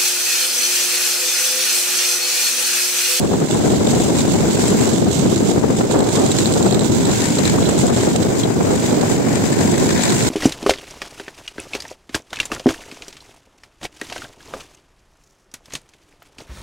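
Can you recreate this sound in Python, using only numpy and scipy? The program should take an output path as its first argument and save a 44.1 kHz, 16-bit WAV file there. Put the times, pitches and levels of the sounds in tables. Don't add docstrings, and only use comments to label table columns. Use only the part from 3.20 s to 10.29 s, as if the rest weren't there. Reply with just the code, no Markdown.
import sys
import numpy as np
from scipy import signal
from scipy.fft import rfft, irfft, next_fast_len
from scipy.io import wavfile
from scipy.ndimage import uniform_filter1d, map_coordinates

SR = 44100
rng = np.random.default_rng(int(sys.argv[2]) if len(sys.argv) > 2 else 0)


def master_out(mix):
    frames = np.transpose(np.atleast_2d(mix))
    ceiling = np.clip(frames, -1, 1)
    pcm = np.round(ceiling * 32767).astype(np.int16)
    wavfile.write(sys.argv[1], SR, pcm)


N = 312669
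TIME = np.arange(N) / SR
FIRING_HZ, CUTTER_HZ = 59.2, 14.7
PASSING_S, PASSING_HALF_S = 4.5, .97


def undb(db):
    return 10 ** (np.asarray(db) / 20)


def unit(x):
    return x / np.sqrt(np.mean(x ** 2))


def curves(table):
    s, *columns = np.transpose(table)
    return [np.interp(TIME, s, c) for c in columns]


def bump(middle_s, half_s):
    return np.exp(-((TIME - middle_s) / half_s) ** 2)


def swells(table):
    return sum(db * bump(s, half_s) for s, db, half_s in table)


def panned(pan_db):
    gains = undb(np.array([pan_db, -pan_db]) / 2).reshape(2, -1)
    return gains / np.sqrt(np.mean(gains ** 2, axis=0))


def shape(x, spectrum):
    hz, *columns = np.transpose(spectrum)
    size = next_fast_len(N)
    log_hz = np.log(np.arange(size // 2 + 1) * SR / size + 1)
    gain = undb([np.interp(log_hz, np.log(hz), c) for c in columns])
    return irfft(rfft(x, size) * gain, size)[:, :N]


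def colour(x, spectrum):
    return unit(shape(x, spectrum))


def ring(x, modes):
    return sum(undb(db) * signal.lfilter(*signal.iirpeak(hz, hz / width, fs=SR), x)
               for hz, width, db in modes)


def walk(rate):
    hold = int(SR / rate)
    steps = rng.standard_normal(1024)[np.arange(N) // hold % 1024]
    return unit(uniform_filter1d(uniform_filter1d(steps, hold), hold // 2))


def per_port(rate):
    return unit(np.tanh(.6 * np.array([walk(rate), walk(rate)])))


def fade(hits, decay_s):
    return signal.lfilter([1], [1, -np.exp(-1 / (decay_s * SR))], hits)


def pelting(rate, spread_db):
    when, size = rng.random((N, 2)).T
    return (when < rate / SR) * undb(spread_db * np.minimum(-np.log(1 - size), 4))


def shower(rate, spread_db, decay_s):
    power = fade(pelting(rate, spread_db) ** 2, decay_s)
    return power / power.mean()


def strokes(hz, jitter, scatter_db):
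    timing, size, drift = rng.standard_normal((1024, 3)).T
    cycles = np.arange(1024) + jitter * timing + .022 * np.cumsum(drift)
    at = (cycles * SR / hz).astype(int)
    inside = (at >= 0) & (at < N)
    return np.bincount(at[inside], undb(scatter_db * np.tanh(size[inside] / 2) * 2), N)


def bursts(table, decay_s):
    hits = np.zeros((2, N))
    for s, db, pan_db in table:
        hits[:, int(s * SR)] = undb(db) * panned(pan_db)[:, 0]
    return fade(hits, decay_s)


# (time [s], delay [ms])
LEFT_DELAY = [(0, .075), (2.75, .2), (7.09, .49)]
def airborne(direct):
    common = rng.standard_normal(N)
    delay = curves(LEFT_DELAY)[0] * SR / 1000
    late = map_coordinates(common, [np.arange(N) - delay], order=3)
    scattered = rng.standard_normal((2, N))
    return np.sqrt(direct) * np.array([late, common]) + np.sqrt(1 - direct) * scattered


# (frequency [Hz], left level [dB], right level [dB])
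STRAW_TONE = [(1500, -44, -29), (2720, -6.5, -6.5), (3660, -10, 1), (4470, -16, -1.5), (4950, 1.5, -3),
              (5260, -11, -2), (6100, 0, -2), (6270, -2.5, 2), (7430, 7, 5), (7600, 1, 3.5),
              (8750, -3.5, -4), (10450, 2, 2.5), (15400, -11.5, -15)]
# (frequency [Hz], left level [dB], right level [dB])
BODY_TONE = [(398, -3, -29), (996, 8, 5), (1220, -9, -14), (1490, 4, -1), (1820, -1.5, -15),
             (2170, 2.5, -7.5), (2860, -7.5, -31), (4870, -35, -7.5)]
def thresher(firings):
    knock = unit(fade(np.sqrt(firings), decay_s=.017))
    surge = undb(.8 * walk(rate=28))
    chaff = shower(rate=500, spread_db=3, decay_s=.003)
    stalks = shower(rate=220, spread_db=2.4, decay_s=.0045)
    straw = surge * np.sqrt(.35 + .65 * chaff + .3 * knock ** 2) * airborne(direct=.026)
    body = surge * np.sqrt(.073 + .41 * stalks + 1.7 * knock ** 2) * airborne(direct=.079)
    return colour(straw, STRAW_TONE), colour(body, BODY_TONE)


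# (time [s], level [dB], pan before narrowing [dB])
RATTLE_LEVEL = [(0.0, -44, 5), (1.64, -30, -8), (1.74, -40.5, 3), (2.85, -42, 3), (3.21, -36.5, 11),
                (3.31, -40, -10), (3.93, -33, -7), (4.03, -31.5, 2), (4.71, -39.5, 15), (4.81, -35, 17),
                (4.99, -37, -2), (6.65, -34.5, 2), (6.82, -30, 3), (7.09, -30, -6)]
def rattle(body):
    db, pan_db = curves(RATTLE_LEVEL)
    return undb(db + 4.5) * body * panned(.39 * pan_db - .5)


# (pitch [Hz], width [Hz], level [dB])
STEEL_MODES = [(1900, 150, -8), (2100, 150, -9), (3230, 140, -9), (3620, 180, -4), (3850, 180, -6),
               (4035, 90, 0), (5000, 300, -11), (7360, 170, 2), (7750, 300, -4), (8200, 300, -7)]
def cutter():
    slaps = strokes(CUTTER_HZ, jitter=.1, scatter_db=3) + .45 * pelting(rate=90, spread_db=2.4)
    scrape = fade(slaps, decay_s=.002) * airborne(direct=.4)
    steel = sum(ring(scrape * undb(1.6 * walk(rate=190)), [mode]) for mode in STEEL_MODES)
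    return undb(-13.5 + 2 * bump(PASSING_S, PASSING_HALF_S)) * unit(steel)


# (pitch [Hz], width [Hz], level [dB])
SNAP_MODES = [(3700, 260, -16), (4030, 180, -7), (7800, 350, 7), (7830, 440, 8), (5500, 4000, -6)]
def snaps():
    hits = fade(pelting(rate=45, spread_db=2.2), decay_s=.0011)
    return undb(-13.5) * panned(-4) * unit(ring(hits * airborne(direct=.11), SNAP_MODES))


def pings():
    per_s, ring_s, spread_db = 420, .003, 2
    low_hz, high_hz = 1400, 4400
    out, t = np.zeros((2, N + 1024)), np.arange(1024) / SR
    for when, pitch, size, side, *phases in rng.random((int(per_s * N / SR), 6)):
        hz = low_hz + (high_hz - low_hz) * pitch
        tone = np.sin(2 * np.pi * (hz * t + np.array(phases)[:, None])) * np.exp(-t / ring_s)
        db = spread_db * min(-np.log(1 - size), 3)
        start = int(when * N)
        out[:, start:start + len(t)] += undb(db) * panned(20 * (side - .5)) * tone
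    return undb(-13) * unit(out[:, :N])


# (time [s], level [dB], pan before a shift left [dB])
RUSH_LEVEL = [(0.0, -28, -5.5), (1.05, -26.5, -5), (1.15, -26, -9), (1.53, -26, -3), (1.8, -26, -12.5),
              (2.3, -28, -8), (2.41, -33, -2), (2.55, -32.5, -6), (2.85, -32, -9.5), (3.16, -24.5, -3),
              (3.67, -29.5, -13), (4.06, -23.5, -1.5), (4.4, -28, -4.5), (5.22, -31, -2.5), (5.32, -33, 2),
              (5.54, -27, -3.5), (6.05, -31, 1), (6.85, -25, -3), (7.09, -22.5, -4)]
# (middle [s], change [dB], half length [s])
STRAW_WADS = [(.23, -5, 0.15), (.33, 7, 0.028), (.47, 1.5, 0.03), (.83, 3.5, .025), (1.0, 5.5, .025),
              (1.13, 2, 0.033), (1.49, 5.5, 0.042), (1.86, -3.5, 0.049), (2.31, 5, 0.017),
              (2.58, 7.5, 0.028), (2.725, 6, 0.021), (2.96, 6, 0.037), (4.39, 0, 0.032), (4.6, 4.5, 0.038),
              (4.72, -8, 0.021), (4.79, 3.5, 0.16), (4.992, -2, .016), (5.08, -3, .015), (5.2, 8.5, 0.017),
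              (5.67, 2.5, 0.014), (5.745, -1, 0.022), (5.92, 3, 0.032), (6.16, 2, 0.018), (6.26, 5, 0.033),
              (6.36, -3, 0.02), (6.42, 2, 0.02), (6.87, 2, 0.055)]
def rush(straw):
    db, pan_db = curves(RUSH_LEVEL)
    level = undb(db + swells(STRAW_WADS) - .12)
    return level * (straw + cutter() + snaps() + pings()) * panned(pan_db + 5)


# (pitch [Hz], width [Hz], level [dB])
PIPE_MODES = [(121, 78, 6.5), (220, 90, 4), (340, 254, 5)]
def exhaust(firings):
    return undb(-28.5) * unit(ring(ring(firings, PIPE_MODES), PIPE_MODES))


# (frequency [Hz], left level [dB], right level [dB])
RUMBLE_TONE = [(20, -31, -20), (42, -54, -23), (72, -9, -8.5), (102.6, -2.5, -2), (163, -1, 1.5),
               (227, 2.5, 0), (358, -4.5, -2), (456, -14, -9), (663, -25, -16.5), (1390, -38, -33.5)]
# (time [s], level [dB])
RUMBLE_LEVEL = [(0, -15), (.8, -14.5), (1.15, -15), (2.1, -14), (3.0, -16.5), (3.8, -14), (4.1, -17.5),
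                (4.35, -12), (4.55, -15.5), (5.3, -16.5), (6.5, -15), (7.09, -15.5)]
# (frequency [Hz], level [dB])
FLUTTER_TONE = [(100, -50), (250, 0.5), (400, 6.5), (520, 0.5), (750, -3), (1000, -11.5), (1400, -16),
                (2500, -31.5), (6000, -74)]
# (time [s], level [dB], pan [dB])
FLUTTER_LEVEL = [(0, -22, 4.5), (1.5, -23, 5.5), (2.0, -23.5, 1.5), (2.65, -23, 5.5), (2.78, -20.5, 2),
                 (3.2, -24, -1), (3.45, -20, 3), (4.15, -30.5, 10), (4.46, -24, 3), (5.2, -23.5, 3.5),
                 (5.85, -22.5, -4.5), (7.09, -25.5, 1)]
# (middle [s], change [dB], half length [s])
WIND_LULLS = [(.03, -1.5, 0.014), (.083, -6, 0.014), (.185, -3, 0.021), (.28, -10.5, 0.024),
              (1.78, -3, 0.039), (1.95, -3, 0.027), (2.185, -5, 0.009), (2.415, -12, 0.012),
              (2.48, -3, 0.0087), (2.55, -5.5, 0.03), (2.66, -3.5, 0.03), (2.9, -3, 0.049),
              (3.13, -2, 0.022), (3.685, -6, 0.011), (3.95, -3.5, 0.015), (4.228, -2, 0.014),
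              (4.755, -20, 0.0049), (4.9, -9, 0.0055), (5.34, -2.5, 0.024), (5.62, -5, 0.016),
              (6.355, -9, 0.011), (6.84, -3, 0.04)]
def wind():
    longest_puff_s = .09
    gusts = per_port(rate=27)
    swirl = np.array([walk(rate=90), walk(rate=90)])
    slow_swirl = uniform_filter1d(swirl, int(longest_puff_s * SR))
    puffs = np.tanh(.8 * unit(swirl - slow_swirl))
    large = airborne(direct=.21) * undb(2.4 * puffs + .5 * gusts)
    small = rng.standard_normal((2, N)) * undb(6.8 * puffs + 1.5 * gusts)
    rumble = undb(curves(RUMBLE_LEVEL)[0] - 1.57) * colour(large, RUMBLE_TONE)
    db, pan_db = curves(FLUTTER_LEVEL)
    flutter = undb(db + 1.5) * panned(pan_db) * colour(small, FLUTTER_TONE)
    return undb(swells(WIND_LULLS)) * (rumble + flutter)


# (middle [s], peak level [dB], pan [dB], rise and fall [s])
WIND_BUFFETS = [(.052, -19, 14, .01), (.135, -18, 12, 0.012), (.157, -25, 4, 0.0038),
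                (0.217, -18, 4, 0.0051), (.308, -21.5, -6, 0.0048), (.352, -16, 6, 0.011),
                (.46, -15.5, 22, 0.024), (.518, -19, 3, .007), (1.848, -26, 12, 0.0038),
                (2.209, -18, -7, 0.0035), (2.379, -13, -5, 0.0051), (2.442, -14, 14, 0.011),
                (2.505, -12.5, 20, 0.009), (2.612, -10.5, -2, 0.0049), (2.752, -13.5, 1, 0.017),
                (2.785, -22, -8, 0.015), (2.825, -15.5, 5, 0.0096), (3.0, -17, -4, 0.065),
                (3.38, -21, -5, 0.022), (3.465, -18, 3, 0.018), (3.621, -13, 14, 0.003),
                (3.892, -15, 2, 0.021), (4.19, -12.5, -6, 0.0055), (4.355, -18, 2, 0.013),
                (4.387, -15, 1, .006), (4.424, -15.5, 2, .0035), (4.495, -16.5, -12, 0.011),
                (4.699, -15.5, 11, 0.013), (4.785, -18, 5, 0.0054), (4.876, -13.5, -7, 0.0061),
                (5.279, -26, -2, 0.0035), (5.41, -12, -11, 0.0056), (5.505, -18.5, 2, 0.027),
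                (5.73, -16, -12, 0.011), (5.801, -20.5, -14, .012), (5.836, -16.5, -1, 0.0095),
                (6.411, -18, 24, 0.0075)]
# (frequency [Hz], level [dB])
BUFFET_TONE = [(90, -20), (220, 1), (400, 5), (600, 0), (1000, -8), (1400, -14), (2500, -26.5), (6000, -62)]
def buffets():
    blows = sum(undb(db) * panned(pan_db) * np.exp(-np.abs(TIME - s) / length_s)
                for s, db, pan_db, length_s in WIND_BUFFETS)
    return blows * colour(rng.standard_normal((2, N)), BUFFET_TONE)


# (time [s], level [dB], pan [dB], low pitch [Hz], low minus high mode [dB])
STEEL_CLINKS = [(.311, -18, -16, 3530, -4), (.503, -20, -9, 3560, 3), (.671, -19, -9, 3640, 2),
                (0.806, -16, -8, 3570, -16), (1.207, -21, -8, 3640, -6), (1.309, -20, -6, 4040, -4),
                (1.481, -13, -11, 4000, -19), (1.61, -15, -1, 4250, -11), (1.734, -20, -2, 3930, -1),
                (2.16, -17, -15, 4000, 0), (2.178, -20, -12, 4050, -12), (2.79, -21, -3, 4000, -8),
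                (2.805, -19, 0, 4050, -4), (2.83, -25, -1, 4080, -7), (2.953, -18.5, -10, 4050, 2),
                (2.992, -25, 3, 4000, -3), (3.116, -11, -9, 3820, -7), (3.186, -11.5, 0, 3980, -1),
                (3.203, -15, -3, 4050, -8), (3.257, -11.5, -10, 4100, 9), (3.266, -19, -8, 4000, -14),
                (3.308, -27, -8, 4000, 3), (3.324, -13, -17, 4200, -15), (3.338, -17.5, -14, 4000, -1),
                (3.427, -15, -12, 3950, -2), (3.51, -17, -9, 3810, -6), (3.461, -16.5, -12, 4000, -8),
                (3.525, -17, -11, 4140, 2), (3.545, -11.5, -9, 3710, 1), (3.593, -15.5, -18, 3830, -5),
                (3.609, -19, -10, 4060, 2), (3.645, -18, -14, 3810, 0), (3.748, -18, -8, 4060, -2),
                (3.854, -16, -10, 4020, -7), (3.914, -20, -17, 3980, 0), (4.186, -18, -6, 4080, 4),
                (4.253, -16, -1, 4060, 10), (4.438, -18, -5, 4000, -21), (4.473, -21, -2, 4060, -4),
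                (4.49, -14.5, 2, 3660, -22), (4.589, -13.5, -15, 3700, -5), (4.668, -15, -4, 3680, -24),
                (4.961, -10.5, -15, 4050, -7), (6.516, -21, 2, 3900, -17), (6.58, -15, 8, 3680, -24),
                (6.836, -12, 1, 3940, -9), (6.853, -16.5, -4, 3950, -2), (6.891, -18, -2, 4000, 4),
                (7.026, -19.5, 0, 4100, -3)]
def clinks():
    ring_s, strike_s, chatter_width_hz = .0037, .0015, 480
    out, t = np.zeros((2, N)), np.arange(2048) / SR

    def mode(hz, scrape):
        clean = np.sin(2 * np.pi * (hz * t + rng.random((2, 1))))
        return clean + .7 * unit(ring(scrape, [(hz, chatter_width_hz, 0)]))

    for s, db, pan_db, low_hz, low_db in STEEL_CLINKS:
        high_hz = 7560 * (1 + .033 * np.tanh(rng.standard_normal()))
        scrape = rng.standard_normal((2, len(t)))
        low, high = mode(low_hz, scrape), mode(high_hz, scrape)
        tone = (undb(low_db) * low + high) / np.hypot(undb(low_db), 1)
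        ringing = undb(-2) * tone * np.exp(-t / ring_s)
        strike = undb(-3.5) * scrape * np.exp(-t / strike_s)
        start = int(s * SR)
        out[:, start:start + len(t)] += undb(db) * panned(pan_db) * (ringing + strike)
    return out


# (time [s], peak level [dB], pan [dB])
STALK_CRACKS = [(1.006, -18, 4), (1.503, -20, 1), (2.712, -19, -9), (2.889, -19.5, -9), (2.953, -25, -12),
                (3.062, -19.5, -1), (3.185, -26, 5), (4.019, -18, 3), (4.055, -16, 7), (4.254, -19, -2),
                (4.276, -17, 15), (4.297, -16, 1), (4.772, -17, -7), (4.808, -19, 0), (4.962, -31, -9),
                (5.027, -17.5, -13), (5.101, -26, -1), (5.197, -22, 2), (5.812, -20, -11), (6.155, -19, 6),
                (6.389, -22, -2), (6.409, -21, -10), (6.691, -21, 9), (6.705, -18, 0), (6.822, -15, 2),
                (6.834, -17, 5), (6.853, -19, 2), (6.903, -15, -3), (6.922, -16, -3), (7.006, -29, 0)]
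# (frequency [Hz], level [dB])
CRACK_TONE = [(500, -6), (1000, 6), (1900, -2), (2800, -6), (4000, 3.5), (5500, -3.5), (7500, 5.5),
              (10000, 0.5), (15000, -17)]
def cracks():
    return bursts(STALK_CRACKS, decay_s=.005) * colour(airborne(direct=.15), CRACK_TONE)


# (time [s], peak level [dB], pan [dB])
SIDE_KNOCKS = [(3.188, -23, 15), (4.277, -23, 10), (6.155, -25, 10), (6.169, -27, 10), (6.327, -30, 0),
               (6.389, -30, 5), (6.412, -29, 4), (6.515, -32, 8), (6.54, -23, 8), (6.579, -25, 13),
               (6.691, -20, 11), (6.706, -22, 11), (6.761, -23, 10), (6.777, -22, 16), (6.836, -21, 9),
               (6.855, -24, 8), (6.901, -31, 10), (6.922, -27, 8), (7.007, -23, 8)]
# (pitch [Hz], width [Hz], level [dB])
SIDE_MODES = [(1850, 270, 4), (2300, 220, -6), (3680, 1500, -9)]
def knocks():
    return bursts(SIDE_KNOCKS, decay_s=.007) * unit(ring(airborne(direct=.27), SIDE_MODES))


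# (pitch [Hz], width [Hz], level [dB])
TINE_MODES = [(3280, 160, -6), (3600, 48, 0), (3960, 36, 3)]
def tines():
    ticks = fade(pelting(rate=46, spread_db=8), decay_s=.0044) * airborne(direct=.66)
    near = bump(PASSING_S, PASSING_HALF_S)
    return undb(-38.5) * near * panned(-4) * unit(ring(ticks, TINE_MODES))


# (middle [s], level [dB], half length [s])
SIDE_RASPS = [(4.04, -31, 0.045), (4.284, -30, 0.045), (6.27, -37.5, 0.66), (6.782, -30, 0.024),
              (6.877, -34, 0.07)]
def rasps():
    grains = shower(rate=250, spread_db=2, decay_s=.004)
    scrape = np.sqrt(.32 + grains) * airborne(direct=.99)
    level = sum(undb(db) * bump(s, half_s) for s, db, half_s in SIDE_RASPS)
    return level * panned(12) * unit(ring(scrape, SIDE_MODES))


def scene():
    firings = strokes(FIRING_HZ, jitter=.06, scatter_db=4.5)
    straw, body = thresher(firings)
    threshing = rush(straw) + rattle(body)
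    sway = undb(np.array([[1.1], [1.4]]) * per_port(rate=22))
    machine = sway * (threshing + rasps()) + exhaust(firings) + tines()
    return machine + clinks() + cracks() + knocks() + wind() + buffets()


# (frequency [Hz], level [dB])
TREBLE_TONE = [(8200, 0), (8300, 1.5), (8490, 1), (8600, -12), (13900, -12), (15300, -8)]
def record(dry):
    tremor_hz, tremor_db, top_hz = 46.875, 1.1, 15760
    tremor = undb(-tremor_db * np.cos(2 * np.pi * tremor_hz * TIME))
    rounded = np.tanh(1.146 * tremor * dry) / 1.157
    dulled = shape(rounded, TREBLE_TONE) * undb(1)
    return signal.sosfilt(signal.ellip(14, .2, 90, top_hz, fs=SR, output="sos"), dulled)


dry = scene()
out = record(dry)
master_out(out)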